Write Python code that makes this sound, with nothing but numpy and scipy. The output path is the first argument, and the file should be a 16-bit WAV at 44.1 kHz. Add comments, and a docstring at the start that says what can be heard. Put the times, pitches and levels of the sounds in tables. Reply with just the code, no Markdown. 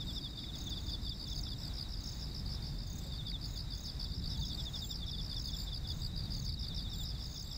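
"""Crickets in tall field grass at dusk: some near, some fainter, chirp in bursts of short falling wing strokes;
small ones trill above them, deeper ones draw long strokes and small groups of shorter ones, and a far crowd
blurs into bands. A whistle, soft blips and ticks pass; distant traffic and open air are shaped noise.
A small camera samples at half rate and holds each sample, mirroring the treble."""
import sys
import numpy as np
from scipy import signal
from scipy.fft import rfft, irfft, next_fast_len
from scipy.io import wavfile
from scipy.ndimage import map_coordinates

SR = 44100
rng = np.random.default_rng(int(sys.argv[2]) if len(sys.argv) > 2 else 0)


def store_pcm(level_fs):
    """Save levels as 16-bit WAV."""
    pcm = np.round(np.clip(level_fs, -1, 1) * 32767).astype(np.int16)
    wavfile.write(sys.argv[1], SR, np.atleast_2d(pcm).T)


def gain_from_db(level_db):
    """Convert decibel levels to linear amplitude factors (20 dB per decade)."""
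    decades = np.asarray(level_db, float) / 20
    return 10 ** decades


N = 333837

# Wings, one row per singer: centre in Hz, fall in Hz, stroke in ms, swell exponent (above 1 swells late),
# period in ms, share of energy heard through grass 0-1.
CHIRP_WINGS = [(4650, 950, 11, 1.2, 17.3, .1), (4750, 1000, 11.5, 1.2, 15.9, .1),
               (4850, 1150, 12, 1.45, 14.6, .15), (5000, 1150, 12.5, 1.1, 15.5, .25),
               (5300, 1500, 14.5, 1.75, 15.85, .15)]
TRILL_WINGS = [(6500, 1100, 17, 1.1, 27.8, .1), (6750, 1300, 22, 1.6, 28.3, .6),
               (7300, 600, 20, 1, 23.1, .5), (7600, 600, 18, 1, 25.5, .5)]
# Chirp bouts, one list per singer. Each row: first stroke in seconds, base level in dB, chirps,
# seconds between chirps.
CHIRP_BOUTS = [
    [(1.151, -44, 1, .14), (3.1245, -42, 1, .14), (4.087, -40.5, 4, .137), (6.207, -39.5, 5, .1422)],
    [(.212, -45.5, 6, .1643), (1.974, -44.5, 6, .1631), (2.701, -47, 3, .1685), (4.794, -45.5, 6, .1625),
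     (6.777, -45, 5, .163), (7.004, -46.5, 2, .163)],
    [(-.073, -45.5, 4, .1447), (.76, -39, 8, .1463), (3.123, -38, 7, .1463), (5.157, -38, 10, .1437)],
    [(.0943, -48, 7, .1545), (1.943, -46.5, 7, .141), (3.442, -49, 5, .153), (4.262, -48, 5, .158),
     (5.65, -49, 1, .15), (6.312, -48, 2, .165), (7.036, -48, 3, .147)],
    [(-.0205, -40.5, 2, .1535), (1.13, -41.5, 11, .1522), (3.843, -40.5, 12, .1525),
     (6.443, -40.5, 9, .1532)],
]
# Chirp habits, one row per singer: strokes a chirp, dB gained from stroke to stroke,
# dB added to a bout's opening chirp, dB added to its closing chirp.
CHIRP_HABITS = [(4, 3, -3.5, -0.5), (5, -1, -1, -4), (4, 0.4, -8, 1), (5, -1, 1, -2), (4, -0.54, -4, -2)]
# Trill bursts, one list per singer. Each row: first stroke in seconds, base level in dB, strokes.
TRILL_BURSTS = [
    [(0.560, -47.5, 6), (1.275, -48, 6), (2.013, -47, 5), (2.877, -47, 5), (3.754, -47.5, 5),
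     (4.376, -48, 5), (5.397, -48.5, 5), (6.342, -48.5, 5), (7.317, -47.5, 5)],
    [(0.7822, -52.5, 5), (2.1177, -52, 4), (3.4537, -52, 5), (4.642, -53.5, 5), (4.736, -54, 5),
     (5.886, -52.5, 5), (7.2371, -52, 5)],
    [(4.823, -48.5, 5), (5.5475, -48, 5), (6.94, -47.5, 5)],
    [(0.0514, -55.5, 5), (1.5764, -56.5, 5), (2.9674, -54, 5), (4.523, -55, 5), (5.972, -54.5, 5),
     (7.4246, -55, 5)],
]
# Deep groups, one list per kind of stroke: near long strokes, short grouped strokes, a second singer's
# long strokes, a far singer's strokes. Each row: first stroke in seconds, base level in dB, strokes,
# seconds between strokes.
DEEP_GROUPS = [
    [(-.064, -39.5, 5, .0798), (4.3515, -39.3, 8, .0808)],
    [(.389, -42, 4, .0535), (.676, -41.5, 3, .0515), (.8925, -41.5, 2, .051), (1.072, -42, 2, .046),
     (1.272, -44, 2, .054), (1.47, -43, 2, .055), (3.567, -49.5, 3, .162), (4.009, -49, 2, .049),
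     (5.033, -41, 4, .054), (5.322, -42, 2, .051), (5.493, -42, 2, .05), (5.679, -42, 2, .049),
     (5.855, -43, 2, .052), (7.112, -51, 3, .047), (7.362, -47, 2, .157)],
    [(3.127, -43, 4, .0733), (6.64, -43.5, 6, .0733)],
    [(.325, -49, 5, .072), (.831, -52, 1, .08), (1.045, -51, 6, .086), (1.56, -51, 6, .076),
     (2.126, -52, 2, .1), (2.276, -52, 2, .05), (2.475, -52, 2, .096), (4.247, -47.5, 6, .072),
     (5.608, -51, 11, .0823), (6.505, -47.5, 8, .0772), (7.275, -50, 1, .08), (7.476, -51, 1, .08)],
]
# Deep strokes, one row per kind: centre in Hz, mean stroke in ms, dB added to a group's opening stroke.
DEEP_STROKES = [(3574, 49, -4), (3533, 40, -2), (3610, 53.5, -3), (3797, 40, -1.5)]
# Far crowds. Each row: centre in Hz, spread in Hz, fall in Hz, stroke in ms, strokes a second, rms in dB.
FAR_CROWDS = [(3703, 100.6, 455, 40, 90, -58.5), (4874, 136, 1030, 13, 75, -62.5),
              (7390, 170, 380, 20, 200, -72)]
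# One rising whistle: middle in seconds, level in dB, centre in Hz, rise in Hz, length in ms.
RISING_WHISTLE = (4.3, -58, 5750, 1500, 55)
# Soft short far notes. Each row: middle in seconds, level in dB, pitch in Hz.
SOFT_BLIPS = [(1.4, -57, 700), (3.068, -56, 540), (4.4, -57, 900)]
# Faint ticks. Each row: middle in seconds, level in dB, centre in Hz.
DRY_TICKS = [(0.4415, -49, 2220), (1.4688, -52, 1360), (3.3187, -48, 2170), (6.4877, -55, 2260)]
# Traffic course. Each row: time in seconds, rumble rms in dB, engine drone rms in dB.
TRAFFIC_LEVELS = [(0.0, -42.5, -56.5), (6.64, -41.5, -71), (7.57, -43, -71)]
# Traffic rumble spectrum. Each row: frequency in Hz, relative density in dB per Hz.
ROAD_SPECTRUM = [(11, -43), (18, -9.5), (48, 0.5), (92, -7), (145, -7.5), (226, -17.5), (500, -36.5),
                 (650, -47), (1100, -120)]
# Open air hiss spectrum. Each row: frequency in Hz, relative density in dB per Hz.
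AIR_SPECTRUM = [(150, -47), (400, -3), (700, -0.2), (1100, -5), (2000, -8), (3000, -13), (4200, -2),
                (6000, -10.5), (8200, -15.5), (9500, -18), (11000, -13)]


def unit(x):
    """Scale x to rms 1."""
    return x / np.sqrt(np.mean(x ** 2) + 1e-20)


def filtered(x, response):
    """Multiply the spectrum of x by response(Hz)."""
    m = next_fast_len(N + 8192)
    return irfft(rfft(x, m) * response(np.fft.rfftfreq(m, 1 / SR)), m)[:N]


def wobble(rate_hz):
    """Smooth random curve through rate_hz knots a second."""
    knots = rng.standard_normal(int(N * rate_hz / SR) + 4)
    return map_coordinates(knots, [np.arange(N) * rate_hz / SR])


def coloured(spectrum):
    """Noise of rms 1, its spectrum interpolated over log frequency."""
    f_hz, level_db = np.transpose(spectrum)

    def response(hz):
        return gain_from_db(np.interp(np.log(hz + 1), np.log(f_hz + 1), level_db))

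    return unit(filtered(rng.standard_normal(N), response))


def unrolled(rows):
    """Time, level and index in series of each repeat, from rows of (s, dB, count, gap in s)."""
    first_s, level_db, count, gap_s = np.transpose(rows)
    row = np.repeat(np.arange(len(rows)), np.round(count).astype(int))
    k = np.arange(len(row)) - np.searchsorted(row, row)
    return first_s[row] + k * gap_s[row], level_db[row], k


def strokes(middle_s, level_db, hz, fall_hz, ms, octave_db, peak):
    """Tones that fall as the scraper slows, with an octave partial; peak above 1 swells late."""
    columns = np.broadcast_arrays(middle_s, level_db, hz, fall_hz, ms)
    middle_s, level_db, hz, fall_hz, ms = (c[:, None] for c in columns)
    t = np.arange(int(np.max(ms) * SR / 1000) + 1)
    progress = np.minimum(t / (ms * SR / 1000), 1)
    cycles = np.cumsum(hz + fall_hz * (.5 - progress), axis=1) / SR
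    phase = 2 * np.pi * (cycles + rng.random(middle_s.shape))
    envelope = gain_from_db(level_db) * np.sin(np.pi * progress ** peak)
    tone = envelope * (np.sin(phase) + gain_from_db(octave_db) * np.sin(2 * phase))
    # a second of margin each side holds strokes that cross the ends
    start = np.round((middle_s - ms / 2000) * SR).astype(int) + SR
    return np.bincount((start + t).ravel(), tone.ravel(), minlength=N + 2 * SR)[SR:N + SR]


def grass(x, t60_s):
    """Scatter off stems and leaves: a short dense tail of energy 1, new each third of a second."""
    out = np.zeros(N + SR)
    step = SR // 3
    t = np.arange(SR // 4) / SR
    for k in range(0, N, step):
        tail = rng.standard_normal(len(t)) * gain_from_db(-60 * t / t60_s)
        wet = signal.fftconvolve(x[k:k + step], tail / np.linalg.norm(tail))
        out[k:k + len(wet)] += wet
    return out[:N]


def bursts(rows, wings, first_db, scatter_db, octave_db, t60_s, grow_db=0):
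    """Evenly spaced wing strokes, the first offset by first_db; part arrives through the grass."""
    hz, fall_hz, ms, peak, period_ms, hidden = wings
    s, level_db, k = unrolled([(*row, period_ms / 1000) for row in rows])
    chance = rng.standard_normal((len(s), 2))
    level_db = level_db + first_db * (k == 0) + grow_db * (k - 2) + scatter_db * chance[:, 0]
    song = strokes(s, level_db, hz + 25 * chance[:, 1], fall_hz, ms, octave_db, peak)
    return np.sqrt(1 - hidden) * song + np.sqrt(hidden) * grass(song, t60_s)


def chirpers():
    """Five singers, some near and some fainter, chirp steadily within each bout; wings sound the octave."""
    jitter_s, scatter_db = .001, 1
    total = np.zeros(N)
    for rows, wings, habit in zip(CHIRP_BOUTS, CHIRP_WINGS, CHIRP_HABITS):
        count, grow_db, opening_db, closing_db = habit
        s, level_db, k = unrolled(rows)
        closing = np.roll(k, -1) == 0
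        chance = rng.standard_normal((len(s), 2))
        chirp_s = s + jitter_s * chance[:, 0]
        chirp_db = level_db + opening_db * (k == 0) + closing_db * closing + scatter_db * chance[:, 1]
        chirps = np.transpose([chirp_s, chirp_db, count + 0 * s])
        total += bursts(chirps, wings, first_db=-1.5, scatter_db=1.7, octave_db=-23.5,
                        t60_s=0.065, grow_db=grow_db)
    return total


def trillers():
    """Four small high singers, their strokes longer and slower than the chirpers'."""
    return sum(bursts(rows, wings, first_db=-4, scatter_db=0.6, octave_db=-60, t60_s=0.076)
               for rows, wings in zip(TRILL_BURSTS, TRILL_WINGS))


def deep_singers():
    """Long strokes and small groups of shorter ones, all falling at the same speed, plus grass scatter."""
    fall_hz_per_ms = 11.23
    direct = np.zeros(N)
    for rows, (hz, ms, opening_db) in zip(DEEP_GROUPS, DEEP_STROKES):
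        s, level_db, k = unrolled(rows)
        chance = rng.standard_normal((len(s), 3))
        stroke_ms = ms * (1 + .06 * chance[:, 0])
        stroke_db = level_db + opening_db * (k == 0) + 0.93 * chance[:, 1]
        direct += strokes(s, stroke_db, hz + 12 * chance[:, 2], fall_hz_per_ms * stroke_ms, stroke_ms,
                          octave_db=-31, peak=1.0)
    return direct + gain_from_db(-11.0) * grass(direct, t60_s=0.05)


def crowds():
    """Many far singers at scattered moments, swelling a little, heard through the grass."""
    total = np.zeros(N)
    for hz, spread_hz, fall_hz, ms, rate_hz, rms_db in FAR_CROWDS:
        s = np.arange(0, N / SR, 1 / rate_hz)
        chance = rng.standard_normal((len(s), 3))
        stroke_s = s + .3 * chance[:, 0] / rate_hz
        stroke_hz = hz + spread_hz * np.clip(chance[:, 2], -1.5, 1.5)
        calls = strokes(stroke_s, 2.5 * chance[:, 1], stroke_hz, fall_hz, ms, octave_db=-40, peak=1)
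        total += gain_from_db(rms_db + .8 * wobble(6.5)) * unit(calls + .7 * grass(calls, t60_s=.1))
    return total


def whistle():
    """One faint short tone gliding up."""
    s, level_db, hz, rise_hz, ms = np.array(RISING_WHISTLE)[:, None]
    return strokes(s, level_db, hz, -rise_hz, ms, octave_db=-60, peak=0.87)


def blips():
    """Soft steady tones of 35 ms that swell early."""
    s, level_db, hz = np.transpose(SOFT_BLIPS)
    return strokes(s, level_db, hz, 0, 35, octave_db=-60, peak=.7)


def ticks():
    """Dry falling tones about nine cycles long, with a strong octave."""
    s, level_db, hz = np.transpose(DRY_TICKS)
    return strokes(s, level_db, hz, 0.37 * hz, 9000 / hz, octave_db=-6, peak=0.98)


def traffic():
    """Smooth low rumble of noise, and a narrow noise drone that fades as it draws away."""
    drone_hz, drone_width_hz = 275, 87
    s, *levels = np.transpose(TRAFFIC_LEVELS)
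    rumble_db, drone_db = (np.interp(np.arange(N) / SR, s, level) for level in levels)
    rumble = gain_from_db(rumble_db + 1.2 * wobble(2.95)) * coloured(ROAD_SPECTRUM)
    drone = filtered(rng.standard_normal(N), lambda hz: np.exp(-((hz - drone_hz) / drone_width_hz) ** 2))
    return rumble + gain_from_db(drone_db) * unit(drone)


def open_air():
    """Slightly gusty hiss: shaped noise under a wavering level."""
    return gain_from_db(-57 + 1.2 * wobble(9)) * coloured(AIR_SPECTRUM)


def scene():
    """All singers and small sounds over traffic and air."""
    singers = chirpers() + trillers() + deep_singers() + crowds()
    small_sounds = whistle() + blips() + ticks()
    return (singers + small_sounds + traffic() + open_air())[None]


def low_pass(x):
    """Removes everything above the highest recorded frequency."""
    return signal.sosfilt(signal.butter(12, 16810, fs=SR, output="sos"), x)


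def record(dry):
    """Every second sample is held twice, so each tone gains a mirror image about the half-rate limit."""
    half_rate_edge_hz, top_hz = 10460, 15650
    band = filtered(dry[0], lambda hz: 1 / (1 + (hz / half_rate_edge_hz) ** 30))
    held = np.repeat(band[::2], 2)[:N]
    mix = filtered(held, lambda hz: hz < top_hz)[None]
    return low_pass(mix)


dry = scene()
out = record(dry)
store_pcm(out)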